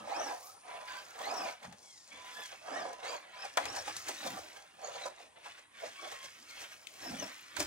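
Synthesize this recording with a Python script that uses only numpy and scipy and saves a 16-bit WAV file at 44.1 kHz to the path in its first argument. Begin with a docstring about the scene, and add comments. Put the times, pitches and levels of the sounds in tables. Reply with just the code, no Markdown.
"""In a garden, a small electric buggy races round a dirt track at some distance from a stereo microphone.
Throttle bursts make the gears whine, often in an arch of pitch, built from wavering sines. Tyres scrabble,
the plastic chassis drums and grit sprays: shaped noise under jolting envelopes. Bumps knock in short noise
bursts, wheels thud low and a stone ticks. Fence and shed echo the whine, knocks and stone; the air hushes."""
import sys
import numpy as np
from scipy import signal
from scipy.fft import irfft
from scipy.io import wavfile
from scipy.ndimage import uniform_filter1d

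SR = 44100
rng = np.random.default_rng(int(sys.argv[2]) if len(sys.argv) > 2 else 0)


def invert_db(level):
    """Linear amplitude ratio for a level in decibels (20 dB per decade), elementwise."""
    return 10 ** (np.asarray(level, dtype=float) / 20)


def dump_mix(stems):
    """Bounce the given channels to the path in sys.argv[1] as a 16-bit WAV at rate SR."""
    frames = np.atleast_2d(stems).T  # one column per channel
    limited = np.clip(frames, -1, 1)  # hard clip at full scale
    pcm = np.round(limited * 32767).astype(np.int16)
    wavfile.write(sys.argv[1], SR, pcm)


N = 338158
HZ = np.fft.rfftfreq(1024, 1 / SR)
T = np.arange(N) / SR


def evened(x):
    """Scales to rms 1."""
    return x / np.sqrt(np.mean(x ** 2) + 1e-20)


def read_spectrum(points, hz):
    """Reads a spectrum on a log-frequency axis."""
    f, value = np.transpose(points)
    return np.interp(np.log(hz + 1), np.log(f + 1), value)


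def curves(rows):
    """Columns of a time table, read at every sample."""
    s, *columns = np.transpose(rows)
    return [np.interp(T, s, column) for column in columns]


def modes(table, hz):
    """Gain of a sum of resonances."""
    power = sum(invert_db(db) ** 2 / (1 + (2 * (hz - f) / width) ** 2) ** 2 for f, width, db in table)
    return np.sqrt(power)


def smooth_noise(shape, *sizes):
    """Slow random wander of rms 1: white noise averaged along time, once for each size in samples."""
    x = rng.standard_normal(shape)
    for size in sizes:
        x = uniform_filter1d(x, size=size)
    return evened(x)


def panned(pair, db):
    """Tips a pair towards the left (positive dB) or the right (negative dB)."""
    return pair * invert_db(np.array([db / 2, -db / 2]).reshape(2, -1))


def jolts(per_s, spread_db, length_s, bed):
    """Envelope of random small impacts that die fast, over a steady bed."""
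    size = invert_db(spread_db * np.minimum(rng.exponential(1, N), 4))
    hits = size * (rng.random(N) < per_s / SR)
    dying = signal.lfilter([1], [1, -np.exp(-1 / (length_s * SR))], hits)
    return bed + evened(dying)


def swells(rows, rise_db_per_s, fall_db_per_s, dome_db=0):
    """Power of events that swell, hold and fade along dB slopes; one line for each level column."""
    t, power = T[::64], 0
    for s, held, *db in rows:
        early, late = np.maximum(s - t, 0), np.maximum(t - s - held, 0)
        # weaker by dome_db at both ends of the hold than in its middle
        dome = dome_db * np.clip(2 * (t - s) / (held + 1e-9) - 1, -1, 1) ** 2
        level_db = np.c_[db] - dome - np.outer(rise_db_per_s, early) - np.outer(fall_db_per_s, late)
        power = power + invert_db(level_db) ** 2
    return np.array([np.interp(T, t, line) for line in power])


# How alike left and right sound: (frequency [Hz], likeness [0-1])
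LIKENESS = [(60, 0.87), (250, 0.17), (600, 0.26), (2000, 0.57), (5000, 1), (9000, 0.27), (14000, 0.81)]
# How far the left runs ahead of the right: (frequency [Hz], lead [radians])
LEFT_LEAD = [(100, 1.36), (690, -1.18), (2500, -1.29), (5400, -1.68), (7500, -1.29), (10500, -2.17),
             (12500, 1.6)]
# How much louder the left is: (frequency [Hz], left over right [dB])
LEFT_TILT = [(60, 0), (180, 3), (550, 0), (1650, -1.5), (4970, 5), (15000, -1)]


def ports(gain, lumps, patchy_db):
    """Noise under the envelope lumps, coloured by gain, as two nearby microphone ports hear it."""
    noise = rng.standard_normal((2, N)) * lumps
    a, b = signal.stft(noise, nperseg=1024, noverlap=768)[2]
    # uneven patches, 2 frequency bins by 14 frames
    patches = evened(uniform_filter1d(uniform_filter1d(rng.standard_normal(a.shape), size=2, axis=0),
                                      size=14, axis=1))
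    same = np.clip(read_spectrum(LIKENESS, HZ), 0, 1)[:, None]
    offset = np.exp(-1j * read_spectrum(LEFT_LEAD, HZ)) / invert_db(read_spectrum(LEFT_TILT, HZ))
    right = (same * a + np.sqrt(1 - same ** 2) * b) * offset[:, None]
    z = np.array([a, right]) * gain[:, None] * invert_db(patchy_db * patches)
    pair = signal.istft(z, nperseg=1024, noverlap=768)[1][:, :N]
    return pair / np.sqrt(np.mean(pair.mean(0) ** 2))  # the middle of the two gets rms 1


# Colour of the garden hush: (frequency [Hz], level per Hz [dB])
AIR_COLOUR = [(15, -36), (25, -15), (326, -1), (516, -5.5), (988, -0.5), (1070, 0.5), (1230, -13.5),
              (6740, -19), (9570, -6.5), (16000, -48)]


def air():
    """The garden's hush: faint, steady coloured noise."""
    return invert_db(-68) * ports(invert_db(read_spectrum(AIR_COLOUR, HZ)), 1, patchy_db=3.5)


def garden(x):
    """Sparse echoes of random sign from fence and shed, dying fast."""
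    length, first, spacing, t60_s = SR // 4, 300, 20, 0.27  # the first three in samples
    taps = np.zeros((2, length))
    slots = np.arange(first, length - spacing, spacing)
    at = slots + rng.integers(0, spacing, (2, len(slots)))
    np.put_along_axis(taps, at, rng.choice([-1., 1.], at.shape), 1)
    taps *= invert_db(-60 * np.arange(length) / SR / t60_s)
    return signal.fftconvolve(x, taps / np.linalg.norm(taps[0]), axes=1)[:, :N]


# Colour of the stone's tick: (frequency [Hz], level per Hz [dB])
STONE_COLOUR = [(1500, -30), (2100, -2), (2800, 0), (4000, -1), (5000, -7), (6500, -6), (10000, -12),
                (16000, -18)]


def stone():
    """A flung stone ticks dryly: one short burst of bright noise, tipped to the left."""
    start_s, level_db, t60_s, rise_s = 6.8695, -35.5, .019, .001
    u = np.maximum(T - start_s, 0)
    tick = invert_db(level_db - 60 * u / t60_s) * (1 - np.exp(-(u / rise_s) ** 2))
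    return panned(tick * ports(invert_db(read_spectrum(STONE_COLOUR, HZ)), 1, patchy_db=1), 7)


def low_band(hz, half_width_hz):
    """Noise in a resonance that may move, nearly alike at both ports."""
    turn = np.exp(2j * np.pi * np.cumsum(hz * np.ones(N)) / SR)
    shared, left, right = rng.standard_normal((3, N, 2)) @ [1, 1j]
    smooth = signal.butter(2, half_width_hz, fs=SR, output="sos")
    slow = signal.sosfilt(smooth, [shared + .35 * left, shared + .35 * right])
    return evened((slow * turn).real)


# Wheels and suspension thudding: (time [s], held [s], level [dB], centre frequency [Hz])
WHEEL_THUDS = [(0, 0.027, -54, 240), (.17, .13, -54.5, 318.3), (1.28, 0.082, -57, 290),
               (1.41, 0.029, -51, 289.5), (1.68, 0.0094, -51, 179.5), (2.129, 0.026, -65, 250.6),
               (2.72, .13, -53, 293.7), (3.59, .15, -56.5, 297.4), (3.889, 0.0085, -52.5, 348),
               (4.099, 0.0077, -51, 340), (4.251, .01, -46, 255.4), (4.311, 0.016, -45.5, 215),
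               (4.42, 0.068, -62, 341.7), (5.07, .01, -59, 390), (5.47, .01, -70, 301),
               (5.869, 0.0066, -62.5, 261.2), (6.038, 0.017, -55.5, 378.2), (6.39, 0.032, -65.5, 266.2),
               (6.62, .01, -71, 302.6), (7.04, 0.021, -52.5, 330), (7.1, 0.041, -43.5, 209.5),
               (7.2, 0.04, -45.5, 240), (7.602, 0.015, -42, 329.5)]
# Heavy landings carried low: (time [s], held [s], level [dB])
HEAVY_LANDINGS = [(0, 0.041, -73), (1.69, .02, -69), (2.18, 0.028, -74), (2.71, 0.056, -84),
                  (3.64, 0.077, -59), (3.78, 0.2, -67.5), (4.25, .15, -66), (6.64, .01, -72),
                  (7.02, .22, -65), (7.6, 0.018, -45.5)]


def thuds():
    """Wheels and suspension thud as noise in a gliding low band; landings add a deep rumble."""
    thud_bed_db, rumble_bed_db = -90, -82.5
    s, held, db, hz = np.transpose(WHEEL_THUDS)
    # the slopes are rise and fall [dB per s]
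    thud = swells(zip(s, held, db), 365, 253)[0] + invert_db(thud_bed_db) ** 2
    landing = swells(HEAVY_LANDINGS, 411, 149)[0] + invert_db(rumble_bed_db) ** 2
    pitch = np.interp(T, s + held / 2, hz)  # glides from one thud to the next
    return np.sqrt(thud) * low_band(pitch, 50) + np.sqrt(landing) * low_band(95, 28)


# Resonances of the gearbox shell: (frequency [Hz], width [Hz], lift [dB])
GEARBOX_SHELL = [(2365, 1400, 1), (3300, 260, 1.5), (5220, 1830, 5), (7100, 230, 0)]


def shell(hz):
    """The gearbox shell lifts whatever passes near its resonances."""
    return np.sqrt(1 + modes(GEARBOX_SHELL, hz) ** 2)


# Resonances of the plastic chassis: (frequency [Hz], width [Hz], level [dB])
CHASSIS_MODES = [(276, 22, -19.5), (560, 185, -3.5), (699, 168, -2), (800, 104, 0.5), (977, 61, -1),
                 (1190, 390, -9.5), (1322, 23, -12.5), (1650, 340, -14.5)]


def chassis():
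    """Colour of the drumming chassis: a sum of resonances."""
    return modes(CHASSIS_MODES, HZ)


# Colour of tyres rasping on dirt: (frequency [Hz], level per Hz [dB])
RASP_COLOUR = [(700, -13), (1100, 0), (1600, 0.5), (2500, -0.5), (4000, -3), (5500, -25.5)]


def raspy():
    """Colour of the rasp, lifted by the gearbox shell."""
    return invert_db(read_spectrum(RASP_COLOUR, HZ)) * shell(HZ)


# Colour of flying grit, for the tyres' spray and for the crack of a knock:
# (frequency [Hz], level per Hz [dB])
SPRAY_COLOUR = [(3000, -10.5), (4200, 0), (5200, -1), (6400, 2.5), (7600, -2), (9400, -2.5), (10300, -14),
                (11500, -20.5)]
# Knocks over bumps, all levels relative: (time [s], level [dB], bass [dB], treble [dB],
# rise of the crack [s], left over right [dB])
BUMP_KNOCKS = [(.46, -49, -16, 0, .002, 0), (1.188, -39, 4, 3, 0.0012, -2),
               (1.626, -33, -21, -8, 0.0037, -12), (1.724, -38, -29, -7.5, 0.00082, 7),
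               (2.456, -40.5, -20, 10.5, 0.0027, -2), (2.681, -52, 2, -18, 0.0017, -5),
               (2.929, -37, -12, -4, 0.0014, 10), (3.5709, -9.5, -3.5, -9.5, 0.0011, 3.5),
               (3.653, -20, -8, -6.5, 0.0016, 3), (3.764, -31.5, 5, 1.5, 0.0027, 5),
               (3.879, -38, -13, -5, 0.0047, 3), (3.965, -32, -31, 9, .0008, -1),
               (4.082, -18.5, -17, 1.5, 0.0048, -3), (4.268, -29.5, 0.5, 8, 0.0054, 5),
               (5.055, -49, 2, 4.5, 0.0072, 5), (5.45, -34.5, 9, -10, 0.012, -2),
               (6.118, -34, -9, 1, 0.0074, 13), (7.563, -17, -14.5, -6, 0.0038, -13.5),
               (7.601, -20.5, -6.5, 1.5, 0.00088, -2)]


def knocks():
    """Each knock is a burst of rattle: treble rises first, rasp and chassis slightly later."""
    low = ports(chassis() * HZ ** 1.3, 1, patchy_db=2)
    mid = ports(raspy(), 1, patchy_db=2)
    crack_colour = SPRAY_COLOUR[:5] + [(16000, -16)]
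    top = ports(invert_db(read_spectrum(crack_colour, HZ)), 1, patchy_db=2)
    out, t = np.zeros((2, N)), np.arange(SR // 4) / SR
    t60 = 0.047  # of the slap [s]; the chassis rings longer, the crack dies sooner
    for s, db, bass_db, treble_db, rise, pan_db in BUMP_KNOCKS:
        on = slice(round(s * SR), round(s * SR) + len(t))
        u = t[:len(T[on])]
        ring = invert_db(bass_db - 60 * u / (2.12 * t60)) * (1 - np.exp(-(u / (rise + 0.00073)) ** 2))
        slap = invert_db(-4.5 - 60 * u / t60) * (1 - np.exp(-(u / (rise + 0.0016)) ** 2))
        crack = invert_db(treble_db - 60 * u / (0.81 * t60)) * (1 - np.exp(-(u / rise) ** 2))
        rattle = ring * low[:, on] + slap * mid[:, on] + crack * top[:, on]
        out[:, on] += panned(invert_db(db - 9.0) * rattle, pan_db)
    return out


# Tyres rolling along between bursts: (time [s], drumming [dB], rasp [dB], spray [dB])
ROLLING = [(0, -51, -59, -62), (.04, -49.5, -60, -66), (.38, -56, -66, -59), (.5, -59, -75, -57.5),
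           (.58, -62, -73, -65), (.62, -78, -78, -71.5), (1.1, -58.5, -57.5, -59), (1.6, -91, -63, -88),
           (1.85, -64, -73.5, -60), (2.07, -98, -82, -61.5), (2.55, -78, -61.5, -63), (3.0, -55, -60, -69),
           (3.3, -60, -59, -70), (3.55, -70, -60, -60), (4.0, -63, -52, -51), (4.48, -58, -56.5, -59),
           (4.62, -61, -60.5, -63.5), (4.7, -76, -64.5, -72), (5.15, -64, -60, -70),
           (5.32, -70, -68.5, -80.5), (5.5, -65, -54.5, -62), (5.69, -87, -68, -87), (5.8, -70, -52.5, -58),
           (6.4, -74.5, -59, -61.5), (6.87, -68, -62.5, -62.5), (7.0, -67, -57, -56.5),
           (7.35, -88, -52.5, -58), (7.55, -73, -59, -64.5), (7.67, -57, -55, -54)]
# Wheelspin under throttle, level in mid-hold:
# (time at full strength [s], held [s], drumming [dB], rasp [dB], spray [dB])
WHEELSPIN = [(.1, .23, -37.5, -50.5, -54.5), (.68, 0.15, -48.5, -53, -63.5), (.88, 0.11, -53, -50, -57.5),
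             (1.21, 0.26, -38.5, -50, -52.5), (1.47, 0.038, -47.5, -49.5, -54),
             (2.13, 0.16, -57.5, -54.5, -68), (2.27, 0.22, -62.5, -53.5, -56.5),
             (2.69, 0.15, -39, -51.5, -56), (2.85, 0.056, -43.5, -56.5, -60), (3.05, 0.096, -41, -48, -54),
             (3.37, .1, -52, -52, -63), (3.6, .2, -44, -50.5, -56), (4.12, 0.13, -67, -51.5, -56),
             (4.24, 0.11, -49.5, -52, -53), (4.835, .06, -45, -54.5, -58), (4.93, 0.12, -48.5, -52, -55.5),
             (5.2, 0.034, -55, -56.5, -62), (6.04, 0.12, -53.5, -52, -57), (6.56, 0.096, -61.5, -50.5, -57),
             (7.04, 0.25, -53.5, -49.5, -55.5), (7.575, 0.04, -63, -46, -59)]
# How fast wheelspin rises and falls: (drumming [dB per s], rasp [dB per s], spray [dB per s])
SPIN_RISE = [320, 195, 220]
SPIN_FALL = [254, 173, 202]
# Wheels slamming through ruts: (time [s], drumming [dB], rasp [dB], spray [dB])
RUT_SLAMS = [(.27, -47, -62, -57), (.5, -60, -70, -67), (1.016, -48, -58, -65), (1.648, -44.5, -51, -55),
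             (1.728, -55, -62, -67), (2.398, -46, -53, -70), (2.528, -51.5, -50, -71),
             (3.452, -44.5, -51, -51), (3.767, -42.5, -49, -44), (3.882, -38, -41, -44),
             (4.092, -39.5, -46, -45), (4.265, -38.5, -50, -48.5), (4.38, -42.5, -57, -53.5),
             (4.57, -51.5, -54, -56), (4.96, -48, -56, -66), (5.064, -36, -56, -49.5),
             (5.375, -56.5, -61, -80), (5.46, -68, -49, -55), (5.588, -61.5, -53, -60),
             (5.84, -46, -69, -65), (5.863, -44, -55, -53.5), (6.053, -45.5, -64, -70),
             (6.126, -49, -52, -53), (6.246, -55.5, -49, -49), (6.51, -69, -53.5, -56),
             (6.616, -54, -50, -48.5), (6.72, -67, -51.5, -53.5), (7.05, -48, -69, -64),
             (7.119, -44, -61, -55), (7.226, -38.5, -53, -60), (7.38, -77, -66, -70),
             (7.607, -35.5, -38.5, -38)]
# How fast rut slams rise and fall: (drumming [dB per s], rasp [dB per s], spray [dB per s])
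RUT_RISE = [600, 418, 480]
RUT_FALL = [398, 302, 334]
# How soft the ground is, softer drums deeper: (time [s], share [0-1])
SOFTNESS = [(0, 0.04), (3.9, 0.16), (4.3, 0.08), (5.0, 0.39), (6.2, 0.68), (7.67, 0.61)]
# What softer ground lets the chassis ring with: (frequency [Hz], width [Hz], level [dB])
SOFT_MODES = [(448, 66, 4), (603, 330, 0)]
# Finest grit, at the very top of the treble: (time [s], level over the spray [dB])
FINE_GRIT = [(0, -12), (.2, -13), (.4, -4), (.46, 8.5), (.6, -20), (1.0, -7.5), (1.5, -10), (2.15, -18),
             (2.45, -5), (2.9, -29), (3.15, -8), (3.3, -16), (3.6, -12), (4.0, -11), (4.35, -4.5),
             (4.7, -12), (5.0, -14), (5.5, -15), (6.3, -9), (7.0, -5.5), (7.67, -7.5)]
# Which side the tyres lean to: (time [s], left over right [dB])
CAR_SIDE = [(0, -1.5), (1.15, -2.5), (1.73, -1), (2.78, -3), (3.54, -1.5), (4.78, -2.5), (5.2, -0.5),
            (6.24, -3), (7.67, -1)]


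def tyres():
    """Tread blocks and stones shake the chassis, rasp on the dirt and throw grit."""
    rolling = invert_db(np.array(curves(ROLLING))) ** 2
    spinning = swells(WHEELSPIN, SPIN_RISE, SPIN_FALL, dome_db=1.5)
    ruts = swells([(s, 0, *db) for s, *db in RUT_SLAMS], RUT_RISE, RUT_FALL)
    drum_level, rasp_level, spray_level = np.sqrt(rolling + spinning + ruts)

    bumps = jolts(170, 2.6, .005, bed=1.6)
    soft = np.clip(curves(SOFTNESS)[0], 0, 1)
    firm = ports(chassis(), bumps, patchy_db=4)
    deep = ports(chassis() * modes(SOFT_MODES, HZ), bumps, patchy_db=4)
    drum = np.sqrt(1 - soft) * firm + np.sqrt(soft) * deep

    rasp = ports(raspy(), jolts(200, 2.2, .004, bed=2.0), patchy_db=3.6)
    spray_colour = invert_db(read_spectrum(SPRAY_COLOUR, HZ)) * shell(HZ)
    spray = ports(spray_colour, jolts(150, 4, .002, bed=2.2), patchy_db=2.8)
    fizz_colour = np.clip((HZ - 10300) / 800, 0, 1) * invert_db(-HZ / 550)  # nothing below 10300 Hz
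    fizz = ports(fizz_colour, jolts(120, 4, .002, bed=1.8), patchy_db=3)
    grit = spray + invert_db(curves(FINE_GRIT)[0]) * fizz

    mix = drum_level * drum + rasp_level * rasp + spray_level * grit
    return panned(mix, curves(CAR_SIDE)[0])


# How well gear tones carry: (frequency [Hz], level [dB])
CARRYING = [(1000, -2), (1500, -4.5), (2100, -0.5), (2550, -5), (2850, -29), (3200, 1), (4000, -1),
            (4700, -4), (5600, -2), (7000, 0.5)]


def tone(rows, stack, jitter, flutter_db, edge=0.14):
    """Wavering sines on multiples of a pitch curve, lifted by the shell; each fades as the paths shift."""
    s, hz, *levels = np.transpose(rows)
    on = slice(round(s[0] * SR), min(round(s[-1] * SR), N))
    t, out = T[on], np.zeros((2, N))
    # the rotor's inertia rounds the corners of the pitch
    pitch = uniform_filter1d(np.interp(t, s, hz), size=900, mode="nearest")
    wobble = smooth_noise(len(t), 150)
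    turns = np.cumsum(pitch * (1 + jitter * wobble)) / SR
    for k, column, db in stack:
        fade = smooth_noise((2, len(t)), 300, 250)
        level = invert_db(np.interp(t, s, levels[column]) + db + flutter_db * fade)
        level = level * signal.windows.tukey(len(t), edge)
        carried = shell(k * pitch) * invert_db(read_spectrum(CARRYING, k * pitch))
        lead = read_spectrum(LEFT_LEAD, k * hz.mean()) * np.array([[.5], [-.5]])
        out[:, on] += level * carried * np.sin(2 * np.pi * (k * turns + rng.random()) + lead)
    return out


# Gear whine of each burst, levels relative: ((mesh tone [dB], its second multiple [dB], third [dB],
# final drive [dB]), rows of (time [s], mesh frequency [Hz], load [dB]))
GEAR_WHINES = [ ((-51, -51, -66, -55), [(.08, 1480, -12), (.12, 2064, -4.5), (.16, 2550, -2), (.2, 2970, 2),
               (.24, 2953, 4), (.28, 2660, 4), (.32, 2115, -8)]), ((-62, -73, -88, -64), [(.41, 1030, 4),
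               (.46, 1182, 4.5), (.52, 1280, -1.5), (.6, 1374, -2)]), ((-51, -60, -57.5, -80),
               [(.87, 1550, 3), (.91, 1568, 2), (.95, 1510, -3), (.98, 1564, 0), (1.02, 1620, 3)]),
               ((-52, -50, -68, -63), [(1.19, 1322, -17), (1.24, 1930, -2), (1.3, 2410, 1.5),
               (1.35, 2880, -2.5), (1.39, 2695, 5.5), (1.43, 2475, -3), (1.47, 2370, -3),
               (1.52, 2186, -5)]), ((-70, -57.5, -61, -87), [(2.1, 1110, 2.5), (2.16, 1136, -1),
               (2.24, 1180, -3)]), ((-53, -57, -66, -82), [(2.3, 1690, -14), (2.37, 1703, 3),
               (2.43, 1723, 1), (2.48, 1535, -3)]), ((-49.5, -58, -55.5, -69), [(2.7, 1540, -6),
               (2.74, 1687, -5), (2.78, 1940, 3), (2.82, 1650, -2), (2.86, 1475, -3)]),
               ((-55, -51, -57.5, -57), [(3.02, 1764, -4), (3.06, 2174, -1), (3.09, 2340, 1),
               (3.12, 2466, -5), (3.16, 2290, -1.5), (3.2, 1990, -10)]), ((-54, -55, -83, -56.5),
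               [(3.33, 2050, 2), (3.36, 2266, -13), (3.4, 2594, -3), (3.44, 2564, 4.5), (3.48, 2180, -8)]),
               ((-51.5, -53.5, -72, -57), [(3.6, 1647, -5), (3.65, 2330, -2), (3.7, 2760, 0),
               (3.75, 3065, -3), (3.79, 2850, 5), (3.83, 2500, 7)]), ((-72, -54, -78, -74),
               [(4.16, 1860, -1), (4.22, 1934, 3.5), (4.3, 1762, 7)]), ((-73, -56, -54, -77),
               [(4.81, 2150, -8), (4.86, 2250, 3.5), (4.91, 2190, -13), (4.96, 2190, 1), (4.99, 2200, -6)]),
               ((-63.5, -54.5, -68, -82), [(4.97, 1874, -4), (5.02, 2020, 1.5), (5.06, 1940, 3)]),
               ((-57.5, -58.5, -65, -88), [(5.95, 1090, 5), (6.0, 1139, 5), (6.1, 1095, -3),
               (6.22, 1070, -1), (6.3, 1096, 2)]), ((-61, -57, -76, -84), [(6.48, 2145, 0),
               (6.51, 2140, -2), (6.63, 2140, -5)]), ((-55, -53.5, -76, -56.5), [(7.01, 2683, -4),
               (7.06, 2640, 0.5), (7.11, 2590, 7)]), ((-39, -49.5, -76, -53), [(7.17, 2950, -14),
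               (7.2, 3056, 2), (7.228, 2720, 3), (7.26, 2650, -9)]), ]
# Coasting, the gears sing a long stack that sinks: (time [s], base frequency [Hz], relative level [dB])
COASTING = [(1.81, 1135, -70), (1.86, 1120, -66), (1.91, 1095, -64), (1.95, 1020, -64), (2.0, 925, -65),
            (2.06, 880, -69)]
# The tones of that stack: (multiple of the base, relative level [dB])
COASTING_TONES = [(2, -4), (3, -5), (4, -5), (5, -1), (6, -2), (7, -3), (8, -6)]
# Speed controller hum at part throttle: (start [s], length [s], relative level [dB])
CONTROLLER_HUM = [(.69, .33, -54), (2.16, .32, -58), (2.855, .14, -57), (3.33, .08, -55)]
# Thin high whistle: (start [s], length [s], relative level [dB])
HIGH_WHISTLE = [(.24, .64, -62.5), (3.62, .18, -73)]


def motor():
    """Gear teeth whine under load and when coasting; the controller hums and whistles at fixed pitches."""
    final_drive = .615  # its mesh rate as a share of the first gear pair's
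    stack = [(1, 0, 3), (2, 1, 0), (3, 2, 0), (final_drive, 3, 3)]  # (multiple, level column, dB)
    out = np.zeros((2, N))
    for db, speed in GEAR_WHINES:
        rows = [(s, hz, *np.add(db, load_db)) for s, hz, load_db in speed]
        out += tone(rows, stack, jitter=.02, flutter_db=6, edge=.3)

    coast_stack = [(k, 0, db) for k, db in COASTING_TONES]
    out += tone(COASTING, coast_stack, jitter=.005, flutter_db=3.5)

    # (Hz, table, lift dB, jitter as a share of the pitch)
    steady = (1003, CONTROLLER_HUM, 5, .004), (9480, HIGH_WHISTLE, 0, .01)
    for hz, events, lift_db, jitter in steady:
        for s, length, db in events:
            rows = [(s, hz, db), (s + length, hz, db)]
            out += tone(rows, [(1, 0, lift_db)], jitter, flutter_db=2.5)
    return out


def scene():
    """The hush of the garden, the car, and echoes of its sharper sounds."""
    sharp = motor() + knocks() + stone()
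    echoes = invert_db(-10) * garden(sharp)
    return air() + echoes + thuds() + tyres() + sharp


def band_limit(x):
    """A steep low-pass at the top of the band."""
    return signal.sosfilt(signal.butter(12, 16850, fs=SR, output="sos"), x)


# Tone of the microphone ports, with notches: (frequency [Hz], level [dB])
PORT_NOTCHES = [(100, -3.5), (9000, -1.5), (9500, -1), (9900, -2), (10500, -8), (11200, -5.5),
                (12600, -6.5), (13600, -36), (14600, -6.5), (15700, 1.5), (16100, -44)]


def record(dry):
    """The microphone ports notch the treble and lose the deepest bass."""
    taps = np.roll(irfft(invert_db(read_spectrum(PORT_NOTCHES, HZ))), 512) * np.hanning(1024)
    heard = signal.oaconvolve(dry, taps[None])[:, 512:N + 512]
    heard = signal.sosfilt(signal.butter(3, 44, "highpass", fs=SR, output="sos"), heard)
    return band_limit(heard)


dry = scene()
out = record(dry)
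dump_mix(out)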